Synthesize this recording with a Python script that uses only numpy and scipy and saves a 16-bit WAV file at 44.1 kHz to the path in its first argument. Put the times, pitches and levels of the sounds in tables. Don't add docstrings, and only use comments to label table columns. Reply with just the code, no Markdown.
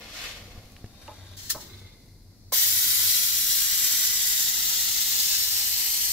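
import sys
import numpy as np
from scipy import signal
from scipy.fft import rfft, irfft
from scipy.io import wavfile
from scipy.ndimage import uniform_filter1d

SR = 44100
rng = np.random.default_rng(int(sys.argv[2]) if len(sys.argv) > 2 else 0)


def digitize_waveform(pressure):
    field = np.atleast_2d(pressure).T
    bounded = np.clip(field, -1, 1)
    quanta = np.round(bounded * 32767).astype(np.int16)
    wavfile.write(sys.argv[1], SR, quanta)


def attenuation_scalar(level_db):
    decades = np.asarray(level_db, float) / 20
    return 10 ** decades


N = 269892
T = np.arange(N) / SR


def on_log_hz(table, hz):
    f, v = np.transpose(table)
    return np.interp(np.log(np.maximum(hz, 1)), np.log(f), v)


def shape(x, table, linear=False):
    v = on_log_hz(table, np.fft.rfftfreq(x.shape[-1], 1 / SR))
    gain = v if linear else attenuation_scalar(v)
    return irfft(rfft(x) * gain, x.shape[-1])


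def level(x, db, lo_hz=1, hi_hz=22050):
    hz = np.fft.rfftfreq(N, 1 / SR)
    in_band = (hz >= lo_hz) & (hz <= hi_hz)
    power = 2 * np.sum(np.abs(rfft(x)[in_band]) ** 2) / N ** 2
    return x * attenuation_scalar(db) / np.sqrt(power)


def walk(rate):
    k = int(SR / rate)
    held = np.repeat(rng.standard_normal(N // k + 1), k)
    return 1.35 * uniform_filter1d(uniform_filter1d(held, k), k)[:N]


def swells(rows):
    gain = 0
    for s, db, rise, hold, fall in rows:
        below_db = rise * np.maximum(s - T, 0) + fall * np.maximum(T - s - hold, 0)
        gain = gain + attenuation_scalar(db - below_db)
    return gain


def pair(a, b):
    # (frequency [Hz], left-right correlation [-1 to 1])
    likeness = [(40, 0.93), (90, 0.97), (180, 0.94), (350, 0.86), (640, 0.72), (1400, 0.45), (2500, 0.15),
                (5000, -0.23), (9000, -0.091), (15000, 0.05)]
    hz, c = np.transpose(likeness)
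    c = np.clip(c, -.99, .99)
    mid = shape(a, np.transpose([hz, np.sqrt((1 + c) / 2)]), linear=True)
    side = shape(b, np.transpose([hz, np.sqrt((1 - c) / 2)]), linear=True)
    return np.array([mid + side, mid - side])


def echoes(x, t60_s, direct_db):
    t = np.arange(int(t60_s * SR)) / SR
    a, b = rng.standard_normal((2, SR))[:, :len(t)] * attenuation_scalar(-60 * t / t60_s)
    a = a / np.sqrt(np.sum(a ** 2))
    b = b / np.sqrt(np.sum(b ** 2))
    a[0] += attenuation_scalar(direct_db)
    reflections = pair(a, b) / np.sqrt(1 + attenuation_scalar(2 * direct_db))
    return signal.fftconvolve(x[None], reflections, axes=1)[:, :N]


def tilted(x, top_db, bottom_db, low_hz, high_hz, flicker_db):
    low = signal.sosfiltfilt(signal.butter(2, low_hz, fs=SR, output="sos"), x)
    high = signal.sosfiltfilt(signal.butter(3, high_hz, "high", fs=SR, output="sos"), x)
    parts = ((low, bottom_db), (x - low - high, 0), (high, top_db))
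    return sum(p * attenuation_scalar(db + flicker_db * walk(17)) for p, db in parts)


def rustle(rows, colour, lo_hz, hi_hz, grain_db, top_hz, even_db, thin_per_db, top_db):
    gain = swells(rows) + 1e-9
    grains = shape(rng.standard_normal(N) * attenuation_scalar(grain_db * walk(250)), colour)
    grains = level(grains, 0, lo_hz, hi_hz)
    bottom_db = np.minimum(thin_per_db * (even_db - 20 * np.log10(gain)), 5)
    return gain * tilted(grains, top_db, bottom_db, 1200, top_hz, 1.2)


def ring(x, modes, swing):
    t = np.arange(SR // 4) / SR
    body = 0
    for k, (hz, db, t60) in enumerate(modes):
        body = body + swing ** k * attenuation_scalar(db - 60 * t / t60) * np.sin(2 * np.pi * hz * t)
    return signal.fftconvolve(x, body)[:len(x)]


def place(rows, make):
    out = np.zeros(N + SR)
    for s, db, how in rows:
        y = make(how)
        start = int(s * SR)
        out[start:start + len(y)] += y * attenuation_scalar(db) / np.max(np.abs(y))
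    return out[:N]


def room_tone():
    # (frequency [Hz], density [dB per Hz, relative])
    colour = [(25, -16), (50, -11.5), (70, -12), (130, -18), (226, -17.5), (300, -22.5), (558, -33),
              (1020, -39), (1200, -47), (2000, -41), (3000, -50), (4270, -30), (9160, -44.5),
              (11000, -37.5), (15600, -46)]
    tone_db = -58
    tones = []
    for _ in range(2):
        noise = level(shape(rng.standard_normal(N), colour), tone_db, 222, 16000)
        tones.append(noise * attenuation_scalar(1.3 * walk(6.04)))
    return tones


def drone():
    # (time at full level [s], level [dB], rise [dB/s], hold [s], fall [dB/s])
    drone_swells = [(0.47, -49.5, 67, 0.13, 120), (1.05, -55.5, 93, 0.4, 90), (1.75, -47, 25, 0.12, 150),
                    (2.3, -53, 150, .03, 33), (2.8, -51.5, 30, 0.086, 40), (5.6, -59, 60, 0.028, 90)]
    drone_hz, floor_db = 94.9, -59
    band = signal.butter(1, [drone_hz - 4, drone_hz + 4], "band", fs=SR, output="sos")
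    load = attenuation_scalar(floor_db) + swells(drone_swells)
    return [level(signal.sosfilt(band, rng.standard_normal(N)), 0) * load / np.sqrt(2) for _ in range(2)]


def hum():
    mean_hz, mean_db = 37, -59
    gain = np.sqrt(2) * attenuation_scalar(mean_db + 2.4 * walk(8))
    hz = mean_hz + 1.58 * walk(4.05)
    return gain * np.sin(2 * np.pi * np.cumsum(hz) / SR)


def motors():
    # (mean frequency [Hz], mean peak level [dB])
    tones = [(218, -61), (716, -63), (802, -67)]
    # (start [s], end [s])
    fade_s = (0.57, 1.35)
    total = 0
    for mean_hz, db in tones:
        gain = attenuation_scalar(db + 1.6 * walk(13.4))
        hz = mean_hz + 3 * walk(11.8)
        total = total + gain * np.sin(2 * np.pi * np.cumsum(hz) / SR)
    return total * np.interp(T, fade_s, (1, 0))


def scuffs():
    # (time at full level [s], level [dB], rise [dB/s], hold [s], fall [dB/s])
    drags = [(0.0, -48, 90, .005, 100), (0.155, -42.5, 230, .02, 45), (0.235, -39, 80, .025, 120),
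             (0.53, -62, 40, .03, 30)]
    # (frequency [Hz], density [dB per Hz, relative])
    grit = [(180, -39), (300, -2), (366, -12), (509, -1), (581, -4), (709, -5), (1400, -8.5), (1850, -1.5),
            (3140, -3.5), (6080, -8), (9000, -20), (12500, -17.5), (15600, -25.5)]
    even_db, thin_per_db, top_db = -47, 0.76, 0.1
    return [rustle(drags, grit, 1500, 7000, 2.5, 3400, even_db, thin_per_db, top_db) / np.sqrt(2)
            for _ in range(2)]


def thuds():
    # (time [s], peak level [dB], push length [ms])
    footfalls = [(.241, -38.5, 1.5), (.551, -40, 2.3), (.576, -34, 4.7), (.8425, -27, 0.79),
                 (1.562, -34, 1.1)]
    # (frequency [Hz], level [dB], t60 [s])
    floor_modes = [(105, 0, .055), (210, -2, .03), (380, -4, .015), (700, -9, .01)]
    t = np.arange(SR // 4) / SR

    def footfall(push_ms):
        push = np.sin(np.pi * np.clip(t * 1000 / push_ms, 0, 1))
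        return ring(push, floor_modes, 1)

    return place(footfalls, footfall)


def ticks():
    # (time [s], peak level [dB], upper mode [Hz])
    rows = [(.241, -24, 9000), (.656, -44, 6000), (.72, -43, 13000), (.765, -34, 3520), (.844, -41, 1600),
            (.8605, -41, 4200), (1.079, -32, 3500), (1.8, -41, 11000)]
    t = np.arange(SR // 4) / SR

    def tick(hz):
        burst = rng.standard_normal(len(t)) * np.exp(-t / .001)
        return ring(burst, [(hz, 0, .0006), (hz / 2, -3, .0012)], -1)

    return place(rows, tick)


def seep():
    # (time at full level [s], level [dB], rise [dB/s], hold [s], fall [dB/s])
    rows = [(1.03, -55.5, 90, 0.046, 34), (1.2, -61, 46, .16, 84), (1.62, -57, 300, 0.18, 52)]
    # (frequency [Hz], density [dB per Hz, relative])
    colour = [(240, -8), (400, -5), (888, -13.5), (1030, -11), (1120, -13.5), (2060, -12.5), (2930, -15),
              (3690, -5.5), (4050, -9.5), (4440, -12), (6710, -17), (9000, -22), (12000, -21), (15600, -28)]
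    even_db, thin_per_db, top_db = -62, 0.1, -2.5
    return rustle(rows, colour, 2700, 5100, 2.1, 6700, even_db, thin_per_db, top_db)


def clunks():
    # (time [s], peak level [dB], rattle length [s])
    rows = [(1.078, -32, 0.032), (1.111, -38, 0.014), (1.545, -29.5, 0.035), (2.519, -23.5, 0.013)]
    # (frequency [Hz], level [dB], t60 [s])
    case_modes = [(291, -13, 0.04), (572, -3, 0.04), (680, -3.5, 0.035), (862, 0, 0.043), (1023, -2, 0.035),
                  (1252, -3, 0.025), (1600, -8, 0.02), (2150, -11, 0.015)]
    t = np.arange(SR // 4) / SR

    def clunk(length_s):
        rattle = rng.standard_normal(len(t)) * t ** 0.34 * np.exp(-2.5 * t / length_s)
        return ring(rattle, case_modes, -0.92)

    return place(rows, clunk)


def air():
    # (time [s], level [dB], rise [s], hold [s], t60 [s])
    spits = [(1.364, -45.5, .003, 0.14, 0.22), (1.49, -24, 0.013, 0.0014, 0.056),
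             (1.594, -47.5, 0.011, .01, 0.2)]
    # (frequency [Hz], density [dB per Hz, relative])
    from_side = [(180, -55), (300, -22.5), (432, -33.5), (642, -25), (1110, -17.5), (1350, -13.5),
                 (1820, -6), (2660, -11), (3040, -3), (5510, 0), (5790, 0), (7540, -2.5), (9190, -9),
                 (11800, -3.5), (15600, -6.5)]
    # (frequency [Hz], density [dB per Hz, relative])
    from_above = [(180, -53), (300, -23), (397, -25), (553, -29.5), (864, -17.5), (1220, -19.5),
                  (1940, -7.5), (2490, -12), (3090, -4.5), (3410, -6.5), (4990, -1.5), (8460, -6.5),
                  (9980, -12), (12000, -6.5), (15600, -8)]
    # (frequency [Hz], width [Hz], level over the plain jet [dB])
    jet_rings = [(4200, 90, -6), (6020, 85, -13), (6140, 93, -35.5), (6630, 74, -26), (7040, 130, -6),
                 (7740, 67, -3.5), (9600, 83, -30), (11420, 26, 4.5), (12070, 130, 3), (12800, 73, -3),
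                 (13300, 230, -13), (14200, 100, -10), (14800, 130, 3), (16140, 92, -10)]
    # (start [s], end [s])
    turn_s = (3.7, 5.27)
    opens_s, rise_s = 2.521, 0.0085
    start_db, ease_db_per_s = -28, 1.02
    shrill_db, shrill_fade_s = 5, 1.34
    above_db, body_db = 2, (-1, -4)
    spit_even_db, spit_shrill_per_db = -20, .15

    hz = np.fft.rfftfreq(N, 1 / SR)
    rings = 1 + sum(attenuation_scalar(db) / (1 + (2 * (hz - f) / w) ** 2) for f, w, db in jet_rings)
    eddies = rng.standard_normal(N) * attenuation_scalar(1.3 * walk(300))
    side, above = (level(irfft(rfft(shape(eddies, colour)) * rings, N), 0, 3880, 6170)
                   for colour in (from_side, from_above))
    turn = np.interp(T, turn_s, (0, 1))
    jet = (1 - turn) * side + turn * above

    since = np.maximum(T - opens_s, 0)
    opening = np.minimum(since / rise_s, 1) ** 0.22
    flow = attenuation_scalar(start_db - ease_db_per_s * since + above_db * turn) * opening
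    top_db = shrill_db * np.exp(-since / shrill_fade_s)
    for s, spit_db, rise, hold, t60 in spits:
        swell = np.clip((T - s) / rise, 0, 1) ** 2
        flow += swell * attenuation_scalar(spit_db - 60 * np.maximum(T - s - rise - hold, 0) / t60)
        spit_top_db = spit_shrill_per_db * (spit_db - spit_even_db)
        top_db = np.where((T >= s) & (T < opens_s), spit_top_db, top_db)
    return flow * tilted(jet, top_db, np.interp(T, turn_s, body_db), 2730, 7850, 0.48)


def drifting(x):
    t60_s, direct_db, drift_s = 0.078, -11.5, 0.6004
    out = 0
    for k in range(int(N / SR / drift_s) + 2):
        fade = np.cos(np.pi / 2 * np.clip(T / drift_s - k, -1, 1))
        out = out + fade * echoes(x, t60_s, direct_db)
    return out


def whine():
    # (time at full level [s], level [dB], rise [dB/s], hold [s], fall [dB/s])
    swell = (1.76, -58, 90, .08, 36)
    full_hz, sag_hz_per_s = 2120, 90
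    hz = full_hz - sag_hz_per_s * (T - swell[0])
    rough = uniform_filter1d(rng.standard_normal(N), size=300) * np.sqrt(300)
    return swells([swell]) * rough * np.sin(2 * np.pi * np.cumsum(hz) / SR)


def hall():
    tone = room_tone()
    machinery = drone()
    return pair(tone[0] + whine() + machinery[0] + motors(), tone[1] + machinery[1]) + hum()


def scene():
    hall_t60_s, hall_echo_db = 0.76, -13.5
    feet = scuffs()
    steps = thuds()
    clicks = clunks() + ticks()
    vent = air()
    vents = (drifting(vent) + attenuation_scalar(-5.5) * drifting(air())) / np.sqrt(1.25)
    cabinet = attenuation_scalar(0.5 * walk(9)) * vents + drifting(seep())
    far = attenuation_scalar(hall_echo_db) * echoes(vent + clicks + sum(feet) + steps, hall_t60_s, -45)
    near = echoes(clicks, 0.034, 2.5) + steps + sum(echoes(f, 0.12, -6.5) for f in feet)
    return cabinet + near + far + hall()


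def top_cut(x):
    return signal.sosfilt(signal.butter(12, 16500, fs=SR, output="sos"), x)


def record(dry):
    # (frequency [Hz], left minus right [dB])
    left_db = [(60, 1.5), (110, 1), (200, 1), (380, 1), (700, 1.0), (1290, 1), (2380, -0.5), (4400, 2.5),
               (8120, 1.5), (15000, 1)]
    top_hz = 15700
    hz, db = np.transpose(left_db)
    left = shape(dry[0], np.transpose([hz, db / 2]))
    right = shape(dry[1], np.transpose([hz, -db / 2]))
    mix = shape(np.array([left, right]), [(top_hz, 0), (top_hz + 60, -60)])
    return top_cut(mix)


dry = scene()
out = record(dry)
digitize_waveform(out)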